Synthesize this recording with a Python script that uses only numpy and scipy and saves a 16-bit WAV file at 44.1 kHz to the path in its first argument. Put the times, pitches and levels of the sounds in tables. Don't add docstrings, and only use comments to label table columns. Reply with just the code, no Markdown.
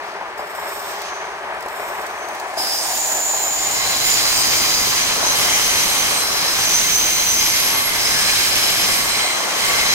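import sys
import numpy as np
from scipy.fft import rfft, irfft, next_fast_len
from scipy.io import wavfile
from scipy.ndimage import map_coordinates

SR = 44100
rng = np.random.default_rng(int(sys.argv[2]) if len(sys.argv) > 2 else 0)


def transcribe(u):
    v = np.clip(np.atleast_2d(u).T, -1, 1)
    q = np.round(v * 32767).astype(np.int16)
    wavfile.write(sys.argv[1], SR, q)


N = 438354

# f/Hz, likeness/0-1
FAR_LIKENESS = [(200, 1), (700, 0.93), (1400, 0.61), (3000, 0.36)]
NEAR_LIKENESS = [(150, 0.091), (400, 0.38), (800, 0.35), (2000, 0.44), (5000, 0.286), (10000, .15)]


def squeals(drive_db):
    modes = { "shriek": ([4995, 5085], 320, .7, 28, -1.5, -70), "overtones": ([11000, 10150, 12100],
             900, .35, 18, -5, -50), "low": ([4919, 4995], 250, 0.74, 9, .5, -58.5),
             "main": ([6087, 6165, 6225], 280, 0.55, 13, -1, -31.5), "high": ([6977, 7043],
             320, 0.71, 9.95, -1, -49), "sharp": ([8207, 8230, 8330], 230, 0.5, 19, -4, -38),
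             "upper": ([9305], 250, .7, 20, -3, -43), "thin": ([11335, 11360, 11480],
             280, .42, 23.8, -4, -43), "whistle": ([14222, 14665], 700, .68, 6, -3, -55),
             "top": ([14480, 14770], 450, .8, 14, -2, -54.5)}
    # name, start/s, hold/s, level/dB, rise/s, fade/s
    locks = [("main", 0, 0.19, -54, .3, 0.31), ("low", 0, 0.22, -56, .3, .2),
             ("low", 0.38, .015, -45, .01, .08), ("shriek", 0.69, .28, -49, .6, .4),
             ("main", 1.12, .05, -39, .5, 0.352), ("main", 2.22, .08, -43.5, 0.6, 0.36),
             ("shriek", 2.585, 0.2, -23, 0.015, .32), ("overtones", 2.59, 0.235, -36, 0.027, .3),
             ("sharp", 2.82, .15, -35.5, 0.29, .5), ("main", 2.78, .05, -30.5, 0.19, .7),
             ("whistle", 2.95, 1.2, -34.5, .25, .8), ("whistle", 4.4, .52, -32.5, .9, .2),
             ("high", 3.03, 0.6, -20.5, 0.342, 1.2), ("high", 4.18, 0.36, -27, .5, 0.76),
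             ("high", 4.7, .25, -31, .4, 0.24), ("low", 4.24, 0.57, -23, 0.46, .7),
             ("main", 4.3, 1.05, -26, 0.57, .6), ("sharp", 4.36, .04, -29, 0.24, 0.2),
             ("thin", 5.52, .08, -32, .5, .8), ("main", 5.52, 0.32, -23.5, 0.44, 0.91),
             ("thin", 6, 0.41, -31, .6, 1.2), ("sharp", 6.16, .03, -26.5, 0.13, .15),
             ("upper", 6.1, .12, -33, .5, .25), ("main", 6.75, 0.68, -20, 0.59, .55),
             ("top", 6.995, 0.34, -31.7, 1.1, .7), ("thin", 7.58, 0.292, -23, 0.59, .14),
             ("main", 8.08, 0.118, -27, .2, 1), ("thin", 8.35, 0.67, -29.5, .3, 0.59),
             ("sharp", 8.27, .05, -32.5, .5, .4), ("sharp", 9, 0.21, -31.5, .4, 0.64),
             ("main", 9.38, 0.055, -29.5, .3, .25), ("main", 9.9, .1, -24, .4, .5)]
    out = np.zeros((2, N))
    for name, (*timbre, rolling_db) in modes.items():
        locked = swells([row for mode, *row in locks if mode == name])
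        out += np.hypot(locked, amp(rolling_db + drive_db)) * wheel_voice(*timbre)
    return out


def singing(drive_db):
    modes = {"first": ([1630, 1695], 190, 0.87, -42), "second": ([2070, 2105], 150, .68, -34.5),
             "third": ([3037, 3060], 150, .75, -38.5), "fourth": ([4055, 4095], 190, 0.77, -30),
             "fifth": ([5090, 5170], 200, .85, -31)}
    # name, start/s, hold/s, level/dB
    slips = [("fourth", 3.85, 0.27, -28.5), ("second", 4.11, .04, -33), ("fifth", 5.27, 0.09, -27.5),
             ("second", 5.42, 0.23, -31.5), ("third", 5.44, 0.375, -29.5), ("fifth", 6.2, 0.37, -27.5),
             ("fourth", 6.35, 0.108, -29), ("first", 6.38, 0.22, -37), ("fifth", 7.45, .15, -28),
             ("second", 7.9, 0.21, -29), ("fifth", 8.02, 0.835, -24.5), ("first", 8.14, 0.24, -28),
             ("fourth", 8.25, 0.39, -30.5), ("third", 8.55, .15, -32), ("second", 8.9, 0.36, -29),
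             ("fourth", 9.24, 0.067, -28), ("second", 9.65, .03, -26.5), ("second", 9.82, .1, -25),
             ("third", 9.68, 0.252, -36), ("fifth", 9.75, .2, -28), ("fourth", 9.87, .07, -24)]
    rise_s, fade_s = 0.2, 0.495
    out = np.zeros((2, N))
    for name, (*timbre, rolling_db) in modes.items():
        flares = swells([(*row, rise_s, fade_s) for mode, *row in slips if mode == name])
        voice = wheel_voice(*timbre, jitter_hz=18, left_db=0)
        out += np.hypot(flares, amp(rolling_db + drive_db)) * amp(1.94 * wobble(14)) * voice
    return out


def wheel_voice(tones_hz, width_hz, roughness, jitter_hz, left_db):
    tones = np.zeros((2, N))
    for hz in tones_hz:
        pitch = hz + 9 * wobble(5) + jitter_hz * wobble(170)
        phase = 2 * np.pi * np.cumsum(pitch) / SR
        grip = amp(4.2 * wobble(11) + 1.7 * wobble(80))
        tones += [grip * amp(3.6 * wobble(22)) * np.sin(phase + 0.95 * wobble(18)) for _ in range(2)]
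    narrow = resonances([(np.mean(tones_hz), width_hz, 0)])
    wide = resonances([(np.mean(tones_hz), 4 * width_hz, 0)])
    slip = noise(lambda hz: narrow(hz) * wide(hz), [(6000, 0.58)])
    voice = np.sqrt(1 - roughness) * unit(tones) + np.sqrt(roughness) * slip
    return pan(voice, left_db)


def scrape_and_hiss(near_db, effort_db):
    # start/s, hold/s, level/dB, rise/s, fade/s
    scrapes = [(.04, .02, -53, .02, .2), (.38, .025, -43, .015, .1), (.48, .02, -44, .03, .15),
               (.56, 0.029, -38.5, .03, .3), (.7, 0.219, -36.5, .25, .17), (1.71, 0.26, -40.5, 0.038, 0.35)]
    # f/Hz, level/dB
    scrape_colour = [(2500, -20), (3700, 3), (4500, -18), (5200, 5), (5900, -2), (6500, -21), (7150, 8),
                     (7600, -9), (8200, 10), (9300, -15), (11000, -3.5), (12200, 2.5), (14700, -1),
                     (15800, -14)]
    hiss_colour = [(100, -8), (1000, -5), (4500, 3), (7500, 2.5), (9000, 1.5), (11000, 1), (12400, 0.5),
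                   (13500, -1.5), (15000, -7), (15800, -5)]
    sizzle_colour = [(2500, -7), (5000, -12), (8000, 3), (15500, -9)]
    hiss_share, = curves([(2.569, 0), (2.579, 0.9)])
    scrape_gain = swells(scrapes) * amp(1.9 * wobble(90))
    scrape = scrape_gain * noise(colour(scrape_colour), [(8000, 0.58)], left_db=-4.5)
    sizzle_db = np.minimum(-24.5 + 1.4 * near_db, -43.5) + 1.5 * wobble(130)
    sizzle = amp(sizzle_db) * noise(colour(sizzle_colour), [(8000, 0.24)])
    flutter_db = 0.56 * wobble(8) + 0.67 * wobble(25) + 0.65 * wobble(200)
    hiss_db = -22 + 0.26 * near_db + 0.88 * effort_db + flutter_db
    hiss = amp(hiss_db) * noise(colour(hiss_colour), [(8000, 0.11)], left_db=-2.2)
    return (1 - hiss_share) * (scrape + sizzle) + hiss_share * hiss


def rolling_roar():
    # t/s, level/dB
    levels = [(0, -31.5), (1.4, -31), (2.3, -29), (5, -29.4), (5.25, -26), (5.85, -29), (6.45, -28.2),
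              (7.1, -31.5), (8.2, -29.5), (9, -29.5), (9.75, -26.5), (9.94, -28)]
    # f/Hz, level/dB
    far_colour = [(35, -53), (60, -16), (87, -22.5), (118, -29), (173, -18), (265, -20.5), (412, -2.5),
                  (500, -11), (594, -1.5), (962, -0.5), (1260, -3.5), (1420, -6.5), (1660, -4), (2000, -8),
                  (2330, -9.5), (2570, -14), (4410, -26.5), (6000, -35.5), (7800, -54), (13200, -120)]
    middle_colour = [(88, -50), (150, -37), (346, -10), (483, -13), (599, -5), (770, 0.5), (977, -5),
                     (1170, -8.5), (1430, -13), (1660, -8), (1900, -10), (2600, -16), (3380, -37.5),
                     (5720, -120)]
    close_colour = [(88, -34), (150, -11), (489, -3), (575, -2.5), (627, -1), (968, 0.5), (1100, 1),
                    (1320, -2.5), (1870, -5.5), (2000, -8.5), (2600, -43), (4400, -120)]
    to_middle, to_close = curves([(2.0, 0, 0), (2.6, 0.96, 0), (3.6, 0.94, 0.12), (4.4, 1, 0.97)])
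    roar_db, = curves(levels)
    far = amp(3.0) * noise(colour(far_colour), FAR_LIKENESS, left_db=2.0)
    middle = amp(0.94) * noise(colour(middle_colour), FAR_LIKENESS, left_db=2.5)
    close = amp(2.5) * noise(colour(close_colour), NEAR_LIKENESS, left_db=2.5)
    approach = np.sqrt(1 - to_middle) * far + np.sqrt(to_middle) * middle
    roar = np.sqrt(1 - to_close) * approach + np.sqrt(to_close) * close
    return amp(roar_db + 0.6 * wobble(12) + 0.85 * wobble(70)) * roar


def steel_and_rumble(near_db, effort_db):
    # f/Hz, level/dB
    rail_colour = [(700, -20), (1500, -5.5), (2200, 2.5), (2750, 1), (3500, 0.5), (4600, 2), (5600, -1),
                   (7000, -9), (10000, -13), (16000, -29)]
    rumble_colour = [(15, -6.5), (30, 1.5), (55, -1), (78, 1), (110, 0.5), (200, -2), (400, -3.5),
                     (1000, -43)]
    # f/Hz, width/Hz, level/dB
    wheel_modes = [(1680, 167, -4.5), (2370, 300, 2.5), (3160, 180, 3), (6100, 180, -0.5), (7210, 140, 2),
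                   (9480, 150, -6), (12150, 160, -9)]
    # t/s, level/dB
    ringing = [(4, -4.5), (5.4, 1), (8.8, .8), (9.94, 2)]
    # start/s, hold/s, level/dB, rise/s, fade/s
    far_grinds = [(.03, 0.069, -46.5, 0.091, 0.28), (1, 0.067, -39, 0.71, 0.55), (3.75, 0.132, -37, .3, .4)]
    # t/s, level/dB
    lull = [(9.15, 0), (9.45, -8.5), (9.58, -7), (9.7, 1)]
    ring_db, = curves(ringing)
    lull_db, = curves(lull)
    rail = amp(3.5) * noise(colour(rail_colour), NEAR_LIKENESS)
    wheels = amp(ring_db + 1.64 * wobble(9)) * noise(resonances(wheel_modes), NEAR_LIKENESS)
    steel_gain = np.hypot(amp(-27.0 + 0.98 * near_db + 0.41 * effort_db), swells(far_grinds))
    rumble_db = -36.5 + 1.2 * near_db + 0.6 * effort_db + lull_db
    rumble = amp(rumble_db + 0.8 * wobble(7)) * noise(colour(rumble_colour), [(100, 0.05)])
    flutter = amp(1.155 * wobble(40) + 0.67 * wobble(8))
    return steel_gain * flutter * (rail + wheels) + rumble


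def knocks_and_ticks():
    # t/s, strength/dB
    knocks = [(0.211, -17), (0.392, -14), (1.659, -15), (1.899, -19.5), (2.513, -22), (2.572, -16),
              (2.597, -19), (3.179, -22), (3.334, -15), (3.414, -27), (5.229, -13.5), (6.449, -14.5),
              (9.244, -16.5)]
    ticks = [(0.2783, -43), (0.3765, -33), (0.47, -37), (0.55, -33), (0.9694, -33), (1.0165, -23),
             (1.6072, -31), (1.6248, -29), (1.66, -33), (1.6841, -27), (2.0163, -31), (2.0652, -24),
             (2.2852, -27), (2.3486, -27), (2.3979, -23.5)]
    # f/Hz, level/dB
    knock_colour = [(150, -13), (400, 1), (600, 10.5), (850, 12.5), (1500, -9), (4000, -32)]
    tick_colour = [(2000, -16), (5000, 3), (8000, -3), (13000, -5), (16000, -6)]
    dull = noise(colour(knock_colour), FAR_LIKENESS, left_db=3.0)
    bright = noise(colour(tick_colour), [(8000, 0.3)], left_db=-1.5)
    thump = amp(-5) * blows(knocks, attack_s=0.0006, decay_s=0.06)
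    clatter = amp(-20) * blows(knocks, attack_s=0.01, decay_s=0.35)
    snap = amp(-3.5) * blows(ticks, attack_s=0.00044, decay_s=0.041)
    return (thump + clatter) * dull + snap * bright


def motor_whine():
    # t/s, level/dB
    motors = [(3.95, -36), (4.5, -40), (5, -33.5), (6.2, -35), (7.8, -35.5), (9.1, -32), (9.8, -29)]
    rise_s, fade_s = 0.7, 0.41
    level = swells([(s, 0, db, rise_s, fade_s) for s, db in motors])
    pitch, = curves([(3.8, 1090), (4.6, 1064), (5.1, 1013), (5.4, 1120),
                     (6.3, 1138), (7.8, 1117), (9.94, 1121)])
    phase = 2 * np.pi * np.cumsum(pitch + 9 * wobble(30)) / SR
    whine = np.array([amp(4.8 * wobble(16)) * np.sin(phase + 0.83 * wobble(20)) for _ in range(2)])
    return amp(0.3) * level * unit(whine)


def nearness_db():
    arrival_s, speed_m_per_s, track_distance_m = 3.86, 18, 4.9
    ahead_m = speed_m_per_s * np.maximum(arrival_s - np.arange(N) / SR, 0)
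    return 20 * np.log10(track_distance_m / np.hypot(track_distance_m, ahead_m))


def grinding_db():
    # start/s, hold/s, effort/dB, rise/s, fade/s
    bogies = [(2.583, 0.39, 0.5, 0.069, .8), (4.047, 0.92, 0, 0.83, 0.67), (5.42, 0.63, .8, 0.67, 0.41),
              (6.65, 0.97, -0.6, 1, .8), (8.06, 0.88, 1.1, 0.57, 0.81), (9.66, .3, -1.5, 0.24, 0.88)]
    between_bogies_db = -12
    return 20 * np.log10(np.hypot(swells(bogies), amp(between_bogies_db)))


def amp(db):
    return 10 ** (np.asarray(db) / 20)


def unit(x):
    return x / np.sqrt(np.mean(x ** 2) + 1e-20)


def pan(stereo, left_db):
    return stereo * amp([[left_db / 2], [-left_db / 2]])


def along(points, hz):
    f, values = np.transpose(points)
    return np.interp(np.log(hz + 1), np.log(f + 1), values)


def curves(rows):
    times, *columns = np.transpose(rows)
    return [np.interp(np.arange(N) / SR, times, column) for column in columns]


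def wobble(rate):
    knots = rng.standard_normal(int(N * rate / SR) + 4)
    coarse = np.arange(0, N, 16)
    return np.interp(np.arange(N), coarse, map_coordinates(knots, [coarse * rate / SR]))


def filtered(x, response):
    size = next_fast_len(N + SR // 4, True)
    return irfft(rfft(x, size) * response(np.fft.rfftfreq(size, 1 / SR)), size)[..., :N]


def colour(points):
    return lambda hz: amp(along(points, hz))


def resonances(modes):
    return lambda hz: np.sqrt(sum(
        (amp(db) * hz * width) ** 2 / ((peak ** 2 - hz ** 2) ** 2 + (hz * width) ** 2)
        for peak, width, db in modes))


def noise(response, likeness, left_db=0):
    def shape(hz):
        angle = np.arccos(np.clip(along(likeness, hz), -1, 1)) / 2
        return response(hz) * np.array([np.cos(angle), np.sin(angle)])
    mid, side = filtered(rng.standard_normal((2, N)), shape)
    return unit(pan(np.array([mid + side, mid - side]), left_db))


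def blows(events, attack_s, decay_s):
    envelope, t = np.zeros(N + SR), np.arange(SR // 2) / SR
    for s, db in events:
        envelope[round(s * SR):][:len(t)] += amp(db - 60 * t / decay_s) * (1 - np.exp(-t / attack_s))
    return envelope[:N]


def swell(start, hold, db, rise, fade):
    t = np.arange(0, N + 64, 64) / SR
    below = np.maximum(start - t, 0) / rise + np.maximum(t - start - hold, 0) / fade
    return np.interp(np.arange(N) / SR, t, amp(db - 20 * np.minimum(below, 10)))


def swells(rows):
    return np.sqrt(sum(swell(*row) ** 2 for row in rows))


def scene():
    near_db, effort_db = nearness_db(), grinding_db()
    drive_db = 1.56 * near_db + 0.36 * effort_db
    train = (rolling_roar() + steel_and_rumble(near_db, effort_db) + motor_whine()
             + scrape_and_hiss(near_db, effort_db) + singing(drive_db) + squeals(drive_db)
             + knocks_and_ticks())
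    left_lag_s = 0.000136
    return filtered(train, lambda hz: np.exp(1j * np.pi * hz * left_lag_s * np.array([[-1], [1]])))


def record(dry):
    ceiling, top_hz = 0.66, 15800
    rounded = dry / (1 + np.abs(dry / ceiling) ** 6) ** (1 / 6)
    return filtered(rounded, lambda hz: hz < top_hz)


dry = scene()
out = record(dry)
transcribe(out)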